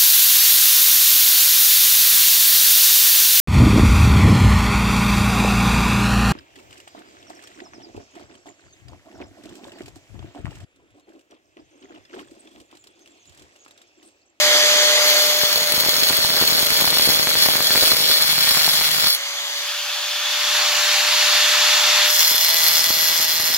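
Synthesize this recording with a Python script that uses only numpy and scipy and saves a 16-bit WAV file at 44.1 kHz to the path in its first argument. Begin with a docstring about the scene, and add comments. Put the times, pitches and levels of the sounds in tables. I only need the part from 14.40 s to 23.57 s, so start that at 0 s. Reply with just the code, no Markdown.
"""Two microphone ports stand close to a stone tile. An angle grinder hums and hisses at the near edge, then cuts:
the rim bites once a turn, rings the steel wheel and grinds, and hard bites pop in the ports.
It is lifted and carried to the far edge, a breathy whistle rising, and there it cuts again to the end.
Motor and rim tones are sines locked to the shaft; hiss and grinding are filtered noise; pops are shaped pulses."""
import sys
import numpy as np
from scipy import signal
from scipy.fft import rfft, irfft, next_fast_len
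from scipy.io import wavfile
from scipy.ndimage import uniform_filter1d, map_coordinates

SR = 44100
rng = np.random.default_rng(int(sys.argv[2]) if len(sys.argv) > 2 else 0)


def put_to_file(sound):
    """Save the sound as 16-bit audio at rate SR, in the file named by the first command-line argument."""
    columns = np.atleast_2d(sound).T  # one column per channel
    safe = np.clip(columns, -1, 1)
    whole_steps = np.round(safe * 32767)
    wavfile.write(sys.argv[1], SR, whole_steps.astype(np.int16))


N = 404397

GEAR = 13 / 47  # wheel turns per shaft turn
TOP_HZ = 15780  # nothing is heard above this


def amp(db):
    """Amplitude factor of a level in dB."""
    return 10 ** (np.asarray(db) / 20)


def unit(x):
    """x scaled to an RMS of one."""
    return x / np.sqrt(np.mean(x ** 2) + 1e-20)


def along(points, hz):
    """Read (frequency [Hz], value) points on a log frequency axis."""
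    f, v = np.transpose(points)
    return np.interp(np.log(hz + 1), np.log(f + 1), v)


def curves(rows):
    """One value per sample for each column after the time."""
    s, *cols = np.transpose(rows)
    return [np.interp(np.arange(N) / SR, s, c) for c in cols]


def ramp(start_s, length_s):
    """From 0 to 1 in a straight line."""
    return np.clip((np.arange(N) / SR - start_s) / length_s, 0, 1)


def wobble(rate):
    """A smooth random curve, rate knots a second."""
    steps = np.arange(0, N + 16, 16)
    knots = rng.standard_normal(int(N * rate / SR) + 4)
    return np.interp(np.arange(N), steps, map_coordinates(knots, [steps * rate / SR]))


def filtered(x, response):
    """x times a complex response of frequency."""
    m = next_fast_len(N + 8192)
    return irfft(rfft(x, m) * response(np.fft.rfftfreq(m, 1 / SR)), m)[..., :N]


def spread(a, b, alike):
    """Left and right from two signals, with the given likeness."""
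    turn = np.arccos(np.clip(alike, -1, 1)) / 2
    mid, side = np.cos(turn) * a, np.sin(turn) * b
    return np.array([mid + side, mid - side])


def patchy(x, depth_db):
    """x with patches of random gain in time and frequency."""
    z = signal.stft(x, nperseg=512)[2]
    field = uniform_filter1d(rng.standard_normal(z.shape[-2:]), size=5, axis=0)
    field = uniform_filter1d(field, size=10, axis=1)
    return signal.istft(z * amp(depth_db * unit(field)), nperseg=512)[1][..., :N]


# the wheel digs in: (from [s], until [s], speed loss the shaft heads for [Hz])
DIG_INS = [(1.05, 4.7, 75), (7.95, 9.3, 60)]
FREE_HZ = 599.6  # shaft speed unloaded
SAG_S, RECOVER_S = 4.8, .62  # time constants of slowing under load and of speeding up after it


def sag():
    """Speed the shaft loses under each load and wins back after it, in Hz, both exponentially."""
    t = np.arange(N) / SR
    lost = 0
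    for a, b, hz in DIG_INS:
        drag = 1 - np.exp(-(np.clip(t, a, b) - a) / SAG_S)
        lost = lost + hz * drag * np.exp(-np.maximum(t - b, 0) / RECOVER_S)
    return lost


# resonances of the housing: (frequency [Hz], width [Hz], lift near [dB], lift carried [dB], lift far [dB])
HOUSING_MODES = [(1730, 310, 1, 2.5, 1), (2040, 270, 1.5, -5, -0.5), (2760, 260, 0, -1, 3.5),
                 (3330, 690, 4.5, 4.5, 2.5), (3780, 300, -2.5, -1.5, 2.5), (4420, 290, 3.5, 3.5, 4.5),
                 (4860, 160, 6, 5, -0.5), (5600, 400, -3.5, 1.5, 1), (6120, 330, 5, 2.5, 1),
                 (6650, 320, 1, 2, 0), (11550, 750, 5, 2.5, 3)]
# likeness of the hiss at the two ports: (frequency [Hz], likeness [1 = same])
HISS_LIKENESS = [(100, 1), (1000, 0.9), (2500, 0.7), (5000, 0.52), (9000, 0.14), (15000, 0.19)]


def hiss(spectrum, order, lead_s, patchy_db):
    """Patchy air and gear noise through the housing; the left port hears it lead_s early."""
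    size = 2 * next_fast_len(N // 2 + 512)
    hz = np.fft.rfftfreq(size, 1 / SR)
    a, b = patchy(rng.standard_normal((2, N)), patchy_db)
    lift_db = sum(db[order] / (1 + (2 * (hz - c) / w) ** 2) for c, w, *db in HOUSING_MODES)
    ports = spread(*rfft([a, b], size), along(HISS_LIKENESS, hz))
    ports = ports * np.exp(1j * np.pi * hz * lead_s * np.array([[1], [-1]]))
    # the treble leans left
    treble_left = amp(np.outer([.5, -.5], along([(7000, 0), (9000, 1.9)], hz)))
    return unit(irfft(ports * amp(along(spectrum, hz) + lift_db) * treble_left)[:, :N])


# level of the fan and gear hiss, heard lower while the wheel cuts: (time [s], level [dB])
HISS_LEVEL = [(0, -14), (.6, -14.5), (1.1, -21.5), (1.35, -25), (2, -28.5), (4.8, -26), (5.4, -25),
              (5.75, -23.5), (5.95, -20.5), (6.2, -17), (7.66, -15), (7.75, -25.5), (9.17, -29.5)]
# relative hiss spectrum at the near edge, in mid-air and at the far edge: (frequency [Hz], density [dB per Hz])
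HISS_NEAR = [(60, -39), (150, -24), (300, -12), (500, -3.5), (800, -2), (1400, -0.5), (2100, 4), (2700, 0),
             (3500, 6), (4400, 4), (5500, 1.5), (7300, 0), (8300, -12.5), (11500, -9), (15600, -14.5)]
HISS_CARRIED = [(60, -58), (150, -34), (300, -20.5), (500, -15.5), (800, -1.5), (1400, 1.5), (2100, 4),
                (2700, 5.5), (3500, 4), (4400, 4), (5500, 0), (7300, -1.5), (8300, -12), (11500, -8),
                (15600, -12)]
HISS_FAR = [(60, -56), (150, -34.5), (300, -20.5), (500, -17.5), (800, -2), (1400, 1), (2100, 3), (2700, 2),
            (3500, 1.5), (4400, 3.5), (5500, 1), (7300, -0.5), (8300, -13), (11500, -9), (15600, -14)]
# a breathy whistle from the housing: (time [s], level against the hiss [dB])
WHISTLE_LEVEL = [(4.9, -35), (5.25, -14), (5.85, -6), (6.2, -13), (6.55, -23), (6.9, -11), (7.45, -10.5),
                 (7.7, -8)]
# the tool is carried across: (time [s], place [0 near edge - 1 far edge])
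TOOL_PLACE = [(4.85, 0), (5.3, 0.5), (5.9, 1)]
# hum overtones: (shaft order, peak against the hiss at the near edge [dB], at the far edge [dB])
OVERTONES = [(2, -25, -28.5), (3, -29, -18), (5, -22.5, -23)]
LIFT_S, TURN_S, ARRIVE_S, SETTLE_S = 5.2, 0.081, 5.8, 0.24  # the housing turns away on lifting, back on arriving
HUM_NEAR_DB, HUM_FAR_DB = -11, -19.5  # the shaft's own tone against the hiss
HUM_FADE_DB_PER_HZ = 0.15  # it fades as the shaft sags
HUM_LAG_S = 0.063  # it follows the level of the hiss this late
HUM_FLUTTER_DB = 2.5  # it grows unsteady under load


def motor(turns, lost_hz):
    """Shaft hum, its overtones and the hiss, moving from the near edge to the far edge."""
    level_db = curves(HISS_LEVEL)[0]
    place = np.clip(curves(TOOL_PLACE)[0], 0, 1) * np.pi / 2
    lifted, arrived = ramp(LIFT_S, TURN_S), ramp(ARRIVE_S, SETTLE_S)

    air = np.sqrt(1 - lifted) * hiss(HISS_NEAR, order=0, lead_s=0.00013, patchy_db=1.37)
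    air += np.sqrt(arrived) * hiss(HISS_FAR, order=2, lead_s=-0.000032, patchy_db=1.16)
    air += np.sqrt(np.abs(lifted - arrived)) * hiss(HISS_CARRIED, order=1, lead_s=0.00004, patchy_db=0.9)
    whistle = filtered(rng.standard_normal(N), lambda f: 1 / (1 + ((f - 3480) / 120) ** 2))
    air += amp(curves(WHISTLE_LEVEL)[0]) * unit(whistle)

    # half the gap between the ports, in shaft turns
    gap = np.outer([1, -1], 0.011 * np.cos(place) - 0.027 * np.sin(place))
    overtones = 0
    for k, near_db, far_db in OVERTONES:
        tone_db = near_db + (far_db - near_db) * arrived + 2.4 * wobble(27)
        overtones = overtones + amp(tone_db) * np.sin(2 * np.pi * k * (turns + gap))

    loaded = sum(ramp(a, 0.12) * (1 - ramp(b, .05)) for a, b, _ in DIG_INS)
    hum_db = np.interp(np.arange(N) - HUM_LAG_S * SR, np.arange(N), level_db)
    hum_db += HUM_NEAR_DB * np.cos(place) ** 2 + HUM_FAR_DB * np.sin(place) ** 2
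    hum_db -= HUM_FADE_DB_PER_HZ * lost_hz
    hum_db += (0.26 + HUM_FLUTTER_DB * loaded) * wobble(18)
    hum = np.sqrt(2) * amp(hum_db) * np.sin(2 * np.pi * (turns + gap))
    return amp(level_db + 0.33 * wobble(6.6) + 0.17 * wobble(25)) * (air + overtones) + hum


# the hardest bites; thuds are peak pressures, the sign is their direction:
# (time [s], left thud [full scale], right thud [full scale], knock frequency [Hz], knock strength [relative])
HARD_POPS = [(1.035, -0.37, -.05, 400, .03), (1.16, -0.19, -.07, 396, .02), (1.379, -0.32, -0.13, 540, .06),
             (1.463, .2, 0.0099, 900, .06), (1.487, -0.22, .25, 540, 0.096),
             (1.707, -.26, -0.26, 1410, 0.15), (1.787, -.5, .25, 800, .06), (1.847, -0.23, -0.2, 880, 0.23),
             (2.013, -.2, -.3, 1020, .17), (2.024, .37, .15, 500, .06), (2.153, .23, -.3, 410, .03),
             (2.229, -0.029, -0.44, 590, .06), (2.321, -.22, -0.066, 440, 0.076),
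             (2.414, .25, -.14, 1100, 0.11), (2.444, 0.079, 0.15, 1040, .15),
             (2.475, -0.18, -0.051, 860, 0.19), (2.675, 0.33, -0.037, 480, 0.075),
             (2.689, -0.45, -.4, 900, .12), (2.701, .14, .14, 890, .08), (2.913, .15, -.2, 1390, 0.15),
             (3.088, .08, 0.17, 800, 0.16), (3.425, -0.03, -.12, 523, .15), (3.435, -0.12, .05, 560, 0.16),
             (3.474, -0.15, 0.19, 710, .08), (3.52, -0.014, 0.22, 1260, 0.21),
             (3.533, -0.22, -.13, 450, 0.09), (3.699, -.2, .05, 400, .05), (4.171, .2, 0.18, 1110, .08),
             (4.279, .15, 0.068, 834, 0.17), (4.667, .1, .14, 1200, 0.058),
             (7.915, 0.13, -0.034, 400, 0.015), (7.944, 0.061, -0.17, 400, .02),
             (8.504, -0.27, -0.12, 1350, 0.13), (9.0, -0.16, -0.055, 1110, 0.11)]
# what a small pop wakes in tile and board: (frequency [Hz], width [Hz], gain before scatter [dB])
TILE_KNOCKS = [(510, 420, 9.5), (895, 570, 16), (1630, 1300, 16)]
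KNOCK_CYCLES = 4.1  # a hard bite's knock dies by 60 dB in twice this many cycles


def pops(small):
    """Each pop is a sharp push that sags back within a few milliseconds, with a short knock of tile and board."""
    s, left, right, hz, knock = np.transpose(HARD_POPS)
    at = np.round(s * SR).astype(int)

    def port(f):
        """The port loses steady pressure and dulls the treble."""
        leak = (1j * f / 55 / (1 + 1j * f / 55)) ** 4
        return leak / (1 + 1j * f / 250) ** 0.36 / (1 + 1j * f / 1100) ** 2

    push = amp(21.5 + 1.4 * rng.standard_normal(N)) * small
    port_peak = np.abs(irfft(port(np.fft.rfftfreq(8192, 1 / SR)))).max()
    push[:, at] += np.array([left, right]) / port_peak

    span = np.arange(600)
    cycles = np.outer(hz, span / SR)
    ring = 1.75 * np.sin(2 * np.pi * cycles) * amp(-30 * cycles / KNOCK_CYCLES)
    hard = np.bincount((at[:, None] + span).ravel(), (knock[:, None] * ring).ravel(), N)

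    knocks = 0
    for c, w, db in TILE_KNOCKS:
        struck = small * amp(4.8 * np.clip(rng.standard_normal(N), -2, 1.2))
        mode = lambda f: 1j * f * w / (c * c - f * f + 1j * f * w)
        knocks = knocks + amp(db) * filtered(struck, mode)
    return filtered(push, port) + knocks + hard


def bites(turns, scatter_db, bite_turns, rub, chatter_db):
    """Contact force: the rim's high spot bites once a turn, over a steady rub, while the hands let it chatter."""
    size = amp(scatter_db * rng.standard_normal(int(turns[-1]) + 1))[turns.astype(int)]
    force = rub + size * np.exp(-(turns % 1) / bite_turns)
    chatter = wobble(90) + 0.97 * wobble(30) + 0.82 * wobble(7.2)
    return unit(force * amp(chatter_db * chatter))


# modes of the wheel: (frequency [Hz], lead of the left port in the first cut [radians], in the second [radians])
WHEEL_MODES = [(2200, 1.6, 0.9), (3300, 2.5, -1.5), (3450, 2.8, -0.8), (4190, -2.8, -2.3),
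               (4330, -2.8, -1.8), (4570, -2.6, -0.8), (4850, -2.6, -1), (5140, 2.6, -1.3),
               (5470, -2.0, -0.9), (6360, -2.4, 2.3), (6567, -0.5, -1.5), (7300, 1.0, 0.7), (7600, .7, 0),
               (7870, 0.4, -2.9), (8350, 0, 0), (9345, -0.4, -1.4), (9590, -0.2, 2.8), (11270, 1.6, -2.5),
               (11615, -2.4, -0.4), (11800, -1.2, -0.3), (12520, 0, 0), (13100, 2.4, -1.8),
               (13800, 0.5, 1.2), (15450, -2.2, -0.2), (15690, -2, 0)]
# the same modes, relative strengths: (width [Hz], shallow [dB], deep [dB], second cut [dB])
MODE_STRENGTHS = [(83, -2, -2, -2.5), (90, 6, 6.5, 0), (83, -5, 9.5, 1.5), (90, -12, 13, 9),
                  (90, 16.5, 11, 8), (90, -3, 0, 1), (90, -2, 0, -2), (86, 7, 11, 9.5), (150, -18, -24, 1),
                  (80, -6, 2.5, 7), (83, 6.5, -8, -3), (83, -13, -1, -2), (90, -8, -12, -10),
                  (90, -15, -4, -4), (90, -17, -10, -13), (96, -2.5, -0.5, -2), (119, -7, -1, 3.5),
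                  (90, -5, 7, 7), (90, 1, 2.5, 8), (90, 8, -19, 4.5), (120, -14, -10, -15),
                  (120, -9, 2, -1), (110, -1, 2, 3), (100, -2, 4.5, 1), (80, -1, -6, -8)]


def ringing(level_cols, which, left_db):
    """The wheel's modes as each port hears them, once for each set of strengths; the treble leans left."""
    hz, lead = np.transpose(WHEEL_MODES)[[0, 1 + which]]
    width, db = np.transpose(MODE_STRENGTHS)[0], np.transpose(MODE_STRENGTHS)[level_cols]
    ports = amp(np.outer([.5, -.5], left_db * (hz > 7000))) * np.exp(1j * np.outer([.5, -.5], lead))
    gains = amp(db)[:, None] * ports  # set, port, mode
    return lambda f: gains @ np.array([1j * f * w / (c * c - f * f + 1j * f * w) for c, w in zip(hz, width)])


# rim on stone; treble is each port's RMS above 9 kHz less 3 dB, pops are before the gains in pops():
# (touch [s], attack [s], lift [s], treble at first [dB], treble at last [dB],
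#  small pops at first [dB], small pops once dug in [dB])
CONTACTS = [(.6, 0.039, 4.73, -28.5, -25, -28.5, -14), (7.62, 0.12, 9.3, -22, -27.5, -34.5, -22)]
# relative broad grinding noise, a list for each cut: (frequency [Hz], density [dB per Hz])
GRIND_SPECTRA = ([(60, -37), (200, -16.5), (500, -2), (900, -8.5), (1400, -2.5), (2100, -2), (2700, -3.5),
                 (3300, 1), (3800, -1), (4300, 2.5), (4700, 0.5), (5500, -3), (6200, -5), (7300, -7.5),
                 (7850, -8.5), (8060, -29), (8400, -12.5), (11500, -6.5), (15600, -7.5)], [(60, -41),
                 (200, -48), (500, -16), (900, -4.5), (1400, -5), (2100, -1), (2700, -4), (3500, 1),
                 (3900, -5), (4400, -7), (4750, 1), (5500, 4), (6150, -2.5), (7300, -5), (7850, -10),
                 (8150, -26), (8400, -11), (11500, -5), (15600, -5)])
# tones, a list for each cut: (multiple of the wheel speed, peak against the cut's treble setting [dB])
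WHEEL_TONES = ([(1, -21), (3, -26), (4, -14)], [(1, -31), (2, -30), (3, -26), (4, -19), (5, -20), (10, -20),
               (12, -10), (13, -12), (17, -18), (18, -15), (21, -11), (24, -13), (25, -8), (26, -7),
               (27, -8), (28, -11), (31, -8)])
# grit noise that repeats every turn: (first cut [share of power], second cut [share of power])
REPEATING = (.08, .16)
RELEASE_S, EASE_S = 0.052, 0.07  # the touch ends over RELEASE_S; pressure starts to ease EASE_S before the lift
POPS_GROW_S, POPS_WAVER_DB = 0.58, 1  # small pops grow after digging in
TONES_GROW_S, TONES_WAVER_DB = .35, 2  # tones grow from just before digging in


def cut(turns, force, which, levels, grind_db, alike, patchy_db):
    """One cut: grit noise, part of it the same every turn, rings the wheel and grinds; small pops mark each turn."""
    touch_s, attack_s, lift_s, first_db, last_db, light_db, dug_db = CONTACTS[which]
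    dig_s = DIG_INS[which][0]
    onset = ramp(touch_s, attack_s)
    pressed = 1 - ramp(lift_s - EASE_S, RELEASE_S)
    touch = onset * (1 - ramp(lift_s, RELEASE_S))
    touch *= amp(first_db + (last_db - first_db) * ramp(touch_s, lift_s - touch_s))

    rim = rng.standard_normal(256)[(turns % 1 * 256).astype(int)]  # one roughness value per 1/256 turn
    share = REPEATING[which]
    grit = np.sqrt(1 - share) * rng.standard_normal((3, N)) + np.sqrt(share) * rim * [[1], [1], [0]]
    grit = patchy(force * grit, patchy_db) * touch

    cols, weights = levels
    rung = filtered(grit[0], ringing(cols, which, left_db=3.5))
    ring = sum(weight * one for weight, one in zip(weights, rung))
    lean_db = np.array([[1], [-1]])
    broad = filtered(spread(grit[1], grit[2], alike), lambda hz: amp(along(GRIND_SPECTRA[which], hz) + lean_db))
    sound = ring + amp(grind_db) * broad * pressed
    treble = filtered(sound, lambda hz: (hz > 9000) * (hz < TOP_HZ))
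    sound *= np.sqrt(2 * np.mean(touch ** 2) / np.mean(treble ** 2))

    tones = 0
    for k, db in WHEEL_TONES[which]:
        tones = tones + amp(db + TONES_WAVER_DB * wobble(15)) * np.sin(2 * np.pi * k * turns)
    sound = sound + tones * touch * pressed * ramp(dig_s - .15, TONES_GROW_S)

    starts = np.flatnonzero(np.diff(turns.astype(int)))  # a new turn begins
    draw = rng.standard_normal((len(starts), 4))
    size = amp(4 * np.clip(draw[:, 2:3], -2, 1.5) + 2 * draw[:, 3:])
    pop_db = light_db + (dug_db - light_db) * ramp(dig_s, POPS_GROW_S) + POPS_WAVER_DB * wobble(3.83)
    strength = amp(pop_db) * onset * pressed
    small = np.zeros((2, N))
    small[:, starts] = unit(spread(*draw[:, :2].T, alike=-0.27) * size.T) * strength[starts]
    return sound, small


THIN_FROM_S, THIN_UNTIL_S = 3.78, 5.12  # for a while the low rumble thins out
THIN_HZ, THIN_WIDTH_HZ, THIN_SHARE = 435, 210, 0.53  # band centre, half width, share of amplitude removed


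def scene():
    """Motor, two cuts and their pops, all driven by one shaft that slows under load."""
    lost_hz = sag()
    turns = np.cumsum(FREE_HZ - lost_hz) / SR
    wheel = GEAR * turns
    first = bites(wheel, scatter_db=4.0, bite_turns=0.4, rub=0.79, chatter_db=0.86)
    second = bites(wheel, scatter_db=3, bite_turns=0.31, rub=0.42, chatter_db=0.74)
    depth = ramp(0.75, 3.26)  # the sinking wheel shifts strength between its modes
    sinking = ([1, 2], np.sqrt([1 - depth, depth]))  # strength columns, their weights
    near_cut, near_pops = cut(wheel, first, which=0, levels=sinking, grind_db=1.5, alike=0.044, patchy_db=1.5)
    far_cut, far_pops = cut(wheel, second, which=1, levels=([-1], [1]), grind_db=-1.0, alike=0.061, patchy_db=1.34)
    sound = motor(turns, lost_hz) + near_cut + far_cut + pops(near_pops + far_pops)
    thin = THIN_SHARE * ramp(THIN_FROM_S, 0.06) * (1 - ramp(THIN_UNTIL_S, 0.51))
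    return sound - thin * filtered(sound, lambda hz: 1 / (1 + ((hz - THIN_HZ) / THIN_WIDTH_HZ) ** 6))


def record(dry):
    """Peaks round off near full scale; nothing passes above the band limit."""
    held = dry / (1 + np.abs(dry / 0.98) ** 4) ** (1 / 4)
    return filtered(held, lambda hz: hz < TOP_HZ)


dry = scene()
out = record(dry)
put_to_file(out)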